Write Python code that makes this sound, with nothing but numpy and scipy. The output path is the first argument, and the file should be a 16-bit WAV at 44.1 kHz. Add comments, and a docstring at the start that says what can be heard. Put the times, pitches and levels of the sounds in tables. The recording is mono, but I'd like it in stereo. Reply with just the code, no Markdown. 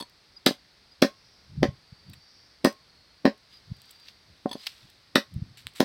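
"""Over a steady hiss, a broad knife clinks on a thick wooden block, close to a phone in a small stall.
It chops bone-in chicken five times: the bone fractures for a few ms, the edge drives the block's modes,
and hard walls reflect the sound. From the third chop on, air buffets the left microphone port at times.
In a pause the wet pieces are gathered and the knife is laid down; two more chops follow.
Faint chirps and a thin whine come and go in the background."""
import sys
import numpy as np
from scipy import signal
from scipy.fft import rfft, irfft, next_fast_len
from scipy.io import wavfile
from scipy.ndimage import uniform_filter1d, minimum_filter1d

SR = 44100
rng = np.random.default_rng(int(sys.argv[2]) if len(sys.argv) > 2 else 0)


def log_audio(samples):
    """Write samples as a 16-bit WAV file to the path given in sys.argv[1]."""
    # one column per channel
    frames = np.atleast_2d(samples).T
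    # limit to full scale, then quantise
    limited = np.clip(frames, -1, 1)
    pcm = np.round(limited * 32767).astype(np.int16)
    wavfile.write(sys.argv[1], SR, pcm)


N = 257544
T = np.arange(N) / SR
RING = T[:SR // 4]  # time axis of one impact
BLOW_LEAD_S = 0.01  # a thud is centred this far into its sound

# Knife chops. Each row: time the edge meets the block in seconds, thud level in dB, block ringing in dB,
# crack level in dB, crack length in seconds, brightness in dB, wood bite in dB, bone pitch in Hz.
CHOPS = [(0.4669, -2.5, -3, 3.5, 0.0041, -3, 4, 3900), (1.026, 0, -0.5, -1.5, .0045, -4, 3.5, 4144),
         (1.632, -0.5, -5, -12, 0.002, -10.5, -1.5, 4200), (2.6501, 2, -1, -3, .0033, -0.5, -1, 5400),
         (3.2547, 1.5, -1.5, -19, .0019, -2, 5.5, 2074), (5.159, -4.5, -1.5, -2.5, 0.003, -2, 6.5, 4050),
         (5.8062, -2, -4, -6.5, 0.0034, 0.5, 0.5, 5250)]
# Strokes of meat or steel over the block. 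Each row: peak time in seconds, level in dB,
# rise and fall in seconds, left minus right in dB.
SLIDES = [(3.531, -60, 0.027, .04, 1), (3.9, -61.5, .2, 0.17, 3), (4.085, -55, 0.025, 0.02, 0),
          (4.64, -51, 0.1, 0.16, 5), (5.574, -46, 0.0018, 0.029, 10), (5.759, -44.5, 0.0045, 0.062, 14.5)]


def undb(db):
    """Amplitude grows tenfold with every 20 dB."""
    return 10 ** (np.asarray(db) / 20)


def shape(x, gain):
    """Linear filtering: multiply the spectrum of x by gain(frequency)."""
    size = next_fast_len(x.shape[-1] + 4096)
    hz = np.arange(size // 2 + 1) * SR / size
    return irfft(rfft(x, size) * gain(hz), size)[..., :x.shape[-1]]


def colour(x, points, channels=1):
    """Equalisation: filter x by (Hz, dB per channel) points joined over log frequency."""
    hz, *db = np.transpose(points)

    def gain(f):
        return undb(np.squeeze([np.interp(np.log(f + 1), np.log(hz), db[k]) for k in range(channels)]))
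    return shape(x, gain)


def edge(x, hz, kind):
    """A second-order low-pass or high-pass slopes by 12 dB per octave."""
    return signal.sosfilt(signal.butter(2, min(hz, SR / 2 - 100), kind, fs=SR, output="sos"), x)


def add(track, s, sound):
    """Superposition: sum a sound into the track from time s."""
    start = min(max(int(round(s * SR)), 0), N)
    track[start:start + len(sound)] += sound[:N - start]


def swell(track, s, half, make):
    """Amplitude modulation: mix in make(t) under a Gaussian envelope centred on time s."""
    t = np.arange(int(5 * half * SR)) / SR - 2.5 * half
    add(track, s + t[0], np.exp(-(t / half) ** 2) * make(t))


def flare(s, rise, fall):
    """Exponential growth to 1 at time s, then exponential decay."""
    return np.exp(-np.minimum(np.maximum((s - T) / rise, (T - s) / fall), 20))


def background(shared_hz=500):
    """Partial coherence: the ports share a gently swaying rumble, but each has its own hiss."""
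    # Noise spectrum. Each row: frequency in Hz, left and right gain in dB.
    hiss = [(25.2, -56, -58), (70, -42.5, -45.5), (130, -49.5, -46.5), (273, -54.5, -53),
            (730, -55.5, -53.5), (2100, -61.5, -49.5), (2950, -63.5, -53.5), (4715, -65, -44),
            (5840, -69.5, -55.5), (7600, -70, -75), (7660, -62.5, -85), (11370, -70.5, -90),
            (14000, -74, -75.5), (16000, -79.5, -77)]
    own = shape(rng.standard_normal((2, N)), lambda f: np.sqrt(1 - .9 / (1 + (f / shared_hz) ** 2)))
    sway_db = np.interp(T, np.linspace(0, T[-1], 50), 1.2 * rng.standard_normal(50))
    rumble = shape(rng.standard_normal(N), lambda f: 1 / np.sqrt(1 + (f / shared_hz) ** 2))
    return colour(own + rumble * undb(sway_db), hiss, channels=2)


def crunch(decay_s, spread_db):
    """Ever weaker micro-impacts merge into exponentially decaying noise of unit energy."""
    noise, unevenness = rng.standard_normal((2, len(RING)))
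    sizes = undb(spread_db * np.repeat(unevenness, 32)[:len(RING)])
    burst = noise * sizes * np.exp(-RING / decay_s)
    return burst / np.sqrt(np.sum(burst ** 2))


def ring(modes, scatter_db=0):
    """A struck body rings as a sum of damped modes; the place of the blow varies their shares."""
    shares_db = scatter_db * rng.standard_normal(len(modes))
    return sum(undb(db + share - 60 * RING / t60) * np.cos(2 * np.pi * hz * RING)
               for (hz, db, t60), share in zip(modes, shares_db))


def blade(ring_db=-10.5, grit_db=5.5):
    """Rattling contact excites the modes of the loose steel blade, which the wood damps."""
    # Blade contacts. Each row: start in seconds, level in dB.
    clinks = [(.001, -28.5), (.0095, -27.5), (0.024, -32.5), (4.492, -41), (4.5128, -30), (4.529, -27.5),
              (4.546, -41.5)]
    # Blade modes. Each row: frequency in Hz, level in dB, 60 dB decay time in seconds.
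    blade_modes = [(970, 1, 0.034), (1304, -20, 0.045), (1762, -13, 0.082), (2665, -14, 0.019),
                   (3420, 4.5, 0.019), (4375, -2.5, 0.032), (4690, -13, 0.039), (6190, -2, 0.021),
                   (7930, -1, .02), (8550, -21, .031), (8900, -9, 0.037), (10440, -0.5, 0.032),
                   (12460, -17, .03)]
    taps = np.zeros(N)
    for s, db in clinks:
        add(taps, s, undb(db) * crunch(decay_s=.0035, spread_db=5))
    ringing = signal.fftconvolve(taps, ring(blade_modes))[:N]
    return undb(ring_db) * ringing + undb(grit_db) * edge(taps, 5000, "low")


def thud(contact_hz, low_hz, dull_hz, ring_db=0):
    """A blow gives a forced push, duller for a softer contact, and free vibration of the block."""
    # Block modes. Each row: frequency in Hz, level in dB, 60 dB decay time in seconds.
    block_modes = [(217.9, -23.5, 0.095), (268.5, -20, 0.054), (320, -24.5, 0.029), (421.4, -26, .06),
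                   (563, -16.5, 0.064), (625.3, -29.5, 0.06), (738.5, -29, 0.13), (762, -40.5, 0.095),
                   (828, -42.5, 0.063), (1045, -29.5, .09), (1080, -41, 0.25), (1336, -33.5, 0.047),
                   (1495, -39, 0.12), (1620, -41.5, 0.067), (1845, -30.5, 0.088), (2142, -39.5, 0.13),
                   (2281, -38, .11)]
    blow = np.zeros(len(RING))
    blow[round(BLOW_LEAD_S * SR)] = 1
    push = shape(blow, lambda f: SR / contact_hz * (f / contact_hz) ** 2
                 / (1 + (f / contact_hz) ** 2) ** 2.97)
    body = undb(ring_db) * signal.fftconvolve(blow, ring(block_modes, scatter_db=3.0))[:len(RING)]
    return shape(push + body, lambda f: f ** 3 / (f ** 3 + low_hz ** 3) / (1 + (f / dull_hz) ** 6))


def knocks():
    """Light, soft contacts between the chops excite mainly the block's low modes."""
    # Each row: time in seconds, level in dB, contact frequency in Hz.
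    contacts = [(.010, -29.5, 255), (.024, -32.5, 208), (0.5099, -15.5, 215), (4.4594, -10.5, 257),
                (4.514, -30.5, 240), (4.5549, -22.5, 232)]
    out = np.zeros(N)
    for s, db, hz in contacts:
        add(out, s - BLOW_LEAD_S, undb(db) * thud(hz, low_hz=176, dull_hz=6.05 * hz, ring_db=-1.5))
    return out


def fracture(length, spread_db):
    """Fracture is a dense run of uneven micro-breaks: a short noise burst of unit energy."""
    noise, unevenness = rng.standard_normal((2, len(RING)))
    burst = noise * undb(spread_db * unevenness) * np.exp(-(RING / length) ** 4)
    return burst / np.sqrt(np.sum(burst ** 2))


def snaps(gain_db=4):
    """Wet meat and bone chips part abruptly; each snap is louder at the nearer port."""
    # Each row: start in seconds, level in dB, length in seconds, lower edge in Hz, left minus right in dB.
    breaks = [(0.097, -32, 0.0021, 6000, 6), (2.0967, -24.5, 0.0057, 6000, 8),
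              (2.133, -24, 0.0092, 1580, 13), (2.7265, -22.5, 0.0023, 5900, 2),
              (3.8176, -24.5, 0.0023, 7040, 8), (3.893, -34, 0.0047, 2490, -3),
              (3.908, -18.5, 0.007, 7077, 12), (4.084, -28, 0.0046, 1000, -7.5), (4.66, -23, .003, 3020, 4),
              (4.6672, -4.5, 0.0071, 2000, 1.5), (4.899, -27, 0.0052, 6030, 6),
              (5.339, -29.5, 0.0054, 5000, 13.5), (5.669, -15.5, 0.00033, 1190, 19)]
    out = np.zeros((2, N))
    for s, db, length, hz, pan_db in breaks:
        snap = undb(db + gain_db) * edge(fracture(length, spread_db=6), hz, "high")
        for track, side in zip(out, (1, -1)):
            add(track, s, undb(side * pan_db / 2) * snap)
    return out


def narrow(t, hz, width_hz):
    """Band-limited noise sounds more pitched the narrower its band; rms near 1."""
    band = shape(rng.standard_normal(len(t)), lambda f: 1 / (1 + (2 * (f - hz) / width_hz) ** 4))
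    return np.sqrt(SR / 2 / width_hz) * band


def whistles():
    """Narrow noise bands swell and fade as faint far chirps, high hiss and a thin whine."""
    # Each row: middle in seconds, level in dB, half length in seconds.
    chirps = [(.372, -48, .008), (0.921, -67, 0.018), (3.555, -55.5, .029), (4.593, -57.5, .034)]
    # Each row: middle in seconds, level in dB, half length in seconds, frequency in Hz.
    whines = [(2.2, -68.5, 0.43, 4630), (3.007, -71.5, .25, 4340), (3.92, -66, .25, 4705)]
    # Each row: middle in seconds, level in dB.
    hiss_swells = [(1.309, -68), (2.375, -65.5)]
    out = np.zeros(N)
    for s, db, half in chirps:
        swell(out, s, half, lambda t: undb(db) * narrow(t, hz=4887, width_hz=100))
    for s, db, half, hz in whines:
        swell(out, s, half, lambda t: undb(db) * narrow(t, hz, width_hz=76))
    for s, db in hiss_swells:
        swell(out, s, half=0.18, make=lambda t: undb(db) * narrow(t, hz=5300, width_hz=1300))
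    return out


def cracks(bone_db=8, wood_db=8, bite_s=0.0024, crunch_db=-8, lead_in_db=-19, lead_in_s=0.0024,
           pitch_db=6, width_hz=500):
    """Brittle fracture: after a faint short hiss, bone splinters around its pitch, then wood fibres."""
    # Spectra of splintering bone and of bitten wood. Each row: frequency in Hz, gain in dB.
    bone_spectrum = [(400, -23.5), (1000, -9.5), (2200, 4.5), (4000, -2), (6000, 0), (8000, -2),
                     (11000, -4), (16000, -7)]
    wood_spectrum = [(200, -24.5), (600, -6.5), (1100, 5.5), (1900, 5), (2600, -9.5), (4000, -14),
                     (5500, -11), (8000, -27), (16000, -30.5)]
    bone, wood = np.zeros(N), np.zeros(N)
    for s, _, _, crack_db, length, bright_db, bite_db, hz in CHOPS:
        burst = fracture(length, spread_db=4.5) + undb(crunch_db) * crunch(decay_s=.006, spread_db=2.0)
        burst = shape(burst, lambda f: undb(bright_db * np.minimum(f / 5000 - 1, 1)  # spectral tilt
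                                            + pitch_db / (1 + ((f - hz) / width_hz) ** 2)))
        add(bone, s - length, undb(crack_db) * burst)
        lead_in = undb(crack_db + lead_in_db) * fracture(lead_in_s, spread_db=1)  # softens the rise
        add(bone, s - length - lead_in_s, lead_in)
        add(wood, s - .001, undb(bite_db) * fracture(bite_s, spread_db=5.5))
    return undb(bone_db) * colour(bone, bone_spectrum) + undb(wood_db) * colour(wood, wood_spectrum)


def block(contact_hz=400, flesh_db=-20, flesh_lead_s=0.0061):
    """A chop's momentum passes through the flesh, then into the wood, which the meat damps unequally."""
    out = np.zeros(N)
    for s, db, ring_db, *_ in CHOPS:
        start = s - BLOW_LEAD_S
        add(out, start, undb(db) * thud(contact_hz, low_hz=85, dull_hz=2700, ring_db=ring_db))
        add(out, start - flesh_lead_s, undb(db + flesh_db) * thud(580, low_hz=130, dull_hz=900))
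    return out


def walls(x, dull_hz=2500):
    """Early reflections: near surfaces return delayed, duller copies of the sound."""
    # Each row: delay in seconds, gain in dB.
    echoes = [(.0081, -15.5), (0.0115, -12.5), (0.0174, -24), (0.0223, -12.5), (0.0263, -22.5)]
    out = np.zeros(N)
    for delay, db in echoes:
        add(out, delay, undb(db) * x)
    return shape(out, lambda f: 1 / (1 + (f / dull_hz) ** 2))


def diffuse(x, low_hz, t60=0.14, build_s=0.0033, hold_s=0.0092):
    """Reverberation: dense reflections build up, hold briefly and decay, unlike at each port."""
    envelope = (1 - np.exp(-(RING / build_s) ** 2)) * undb(-60 * np.maximum(RING - hold_s, 0) / t60)
    tails = rng.standard_normal((2, len(RING))) * envelope
    tails /= np.sqrt(np.sum(tails ** 2, axis=1, keepdims=True))
    return edge(signal.fftconvolve(np.atleast_2d(x), tails, axes=1)[:, :N], low_hz, "high")


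def buffets(low_hz=89, high_hz=150, churn_db=-11, churn_hz=320, eddy_hz=127, leak_db=-29):
    """Turbulent pressure rumbles at the left port; a strong eddy swings its diaphragm once."""
    # Each row: peak time in seconds, level in dB, rise and fall in seconds.
    gusts = [(1.625, -24.5, 0.045, .042), (2.095, -37.5, .025, 0.038), (3.71, -41.5, .035, 0.039),
             (4.311, -49, 0.022, 0.027), (4.854, -42.5, 0.014, 0.0098), (5.361, -31, 0.025, 0.072),
             (5.668, -38.5, 0.01, 0.0089)]
    # Each row: time in seconds, level in dB.
    eddies = [(1.581, -16.5), (1.614, -15.5), (1.69, -15), (1.928, -31), (3.72, -18.5), (5.365, -13),
              (5.424, -15.5)]
    strength = sum(undb(db) * flare(s, rise, fall) for s, db, rise, fall in gusts)
    rumble = shape(rng.standard_normal(N),
                   lambda f: f ** 4 / (f ** 4 + low_hz ** 4) / (1 + (f / high_hz) ** 6))
    churn = shape(rng.standard_normal(N), lambda f: 1 / (1 + (f / churn_hz) ** 8))
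    left = strength * (rumble / rumble.std() + undb(churn_db) * churn / churn.std())
    for s, db in eddies:
        swell(left, s, half=0.0041, make=lambda t: -undb(db) * np.sin(2 * np.pi * eddy_hz * t))
    return np.array([left, undb(leak_db) * left])


def sliding(gain_db=1, grain_db=3.0, low_hz=1600):
    """Friction on the block makes grainy noise that rises and falls with each stroke."""
    out = np.zeros((2, N))
    grains = undb(grain_db * np.repeat(rng.standard_normal(N // 32 + 1), 32)[:N])
    for track, side in zip(out, (1, -1)):
        strength = sum(undb(db + gain_db + side * pan_db / 2) * flare(s, rise, fall)
                       for s, db, rise, fall, pan_db in SLIDES)
        track += edge(strength * grains * rng.standard_normal(N), low_hz, "high")
    return out


def ticks(count=10, scatter_s=0.15, level_db=-33, spread_db=3, low_hz=3800, pan_db=9):
    """Adhesion gives way: sticky meat ticks faintly at random times around the sliding strokes."""
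    out = np.zeros(N)
    for k, (offset, size) in enumerate(rng.standard_normal((count, 2))):
        stroke_s = SLIDES[k % len(SLIDES)][0]
        tick = undb(level_db + spread_db * size) * fracture(length=0.0037, spread_db=6)
        add(out, stroke_s + scatter_s * offset, tick)
    return undb(np.array([[1], [-1]]) * pan_db / 2) * edge(out, low_hz, "high")


def scene(thud_wet_db=-8, crack_wet_db=-6.0, small_wet_db=-14):
    """Direct and reflected sound superpose at two unlike ports, the left a little nearer the block."""
    # Port responses. Each row: frequency in Hz, left and right gain in dB.
    ports = [(100, 3, 5.5), (300, 6, 8), (750, 1, 4), (1310, -2.5, 3), (2580, -2.5, 6.5), (4080, -1, 14.5),
             (5630, -11, 10.5), (6900, -6, 0.5), (7840, 5, -16), (9800, 0, -14.5), (12200, 1.5, -8.5),
             (14000, -2.5, 0.5), (16000, -2.5, -0.5)]
    # Colour of the handled pieces. 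Each row: frequency in Hz, gain in dB.
    handling_spectrum = [(500, 0), (1500, 5.5), (3600, 3.5), (6000, -2), (9000, -8), (16000, -10.5)]
    thuds, bones = block(), cracks()
    handling = colour(snaps() + sliding() + ticks(), handling_spectrum)
    small = handling + blade() + knocks()
    into_room = undb(thud_wet_db) * thuds + undb(crack_wet_db) * bones + undb(small_wet_db) * small
    tail = diffuse(into_room, low_hz=453)
    sound = thuds + bones + small + walls(thuds + bones) + tail + whistles()
    sound[1] = np.r_[np.zeros(3), sound[1, :-3]]  # reaches the right port 3 samples later
    return colour(sound, ports, channels=2) + buffets() + background()


def record(dry, ceiling=1.0, low_hz=20, top_hz=15900):
    """Peak and band limiting: the phone turns down the loudest peaks and cuts deep bass and the top."""
    needed_gain = ceiling / np.maximum(np.abs(dry), ceiling)
    held_gain = minimum_filter1d(needed_gain, size=221, axis=1)  # 5 ms
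    limited = dry * uniform_filter1d(held_gain, size=221, axis=1)
    top_cut = signal.ellip(8, .2, 70, top_hz, fs=SR, output="sos")
    return signal.sosfilt(top_cut, edge(limited, low_hz, "high"))


dry = scene()
out = record(dry)
log_audio(out)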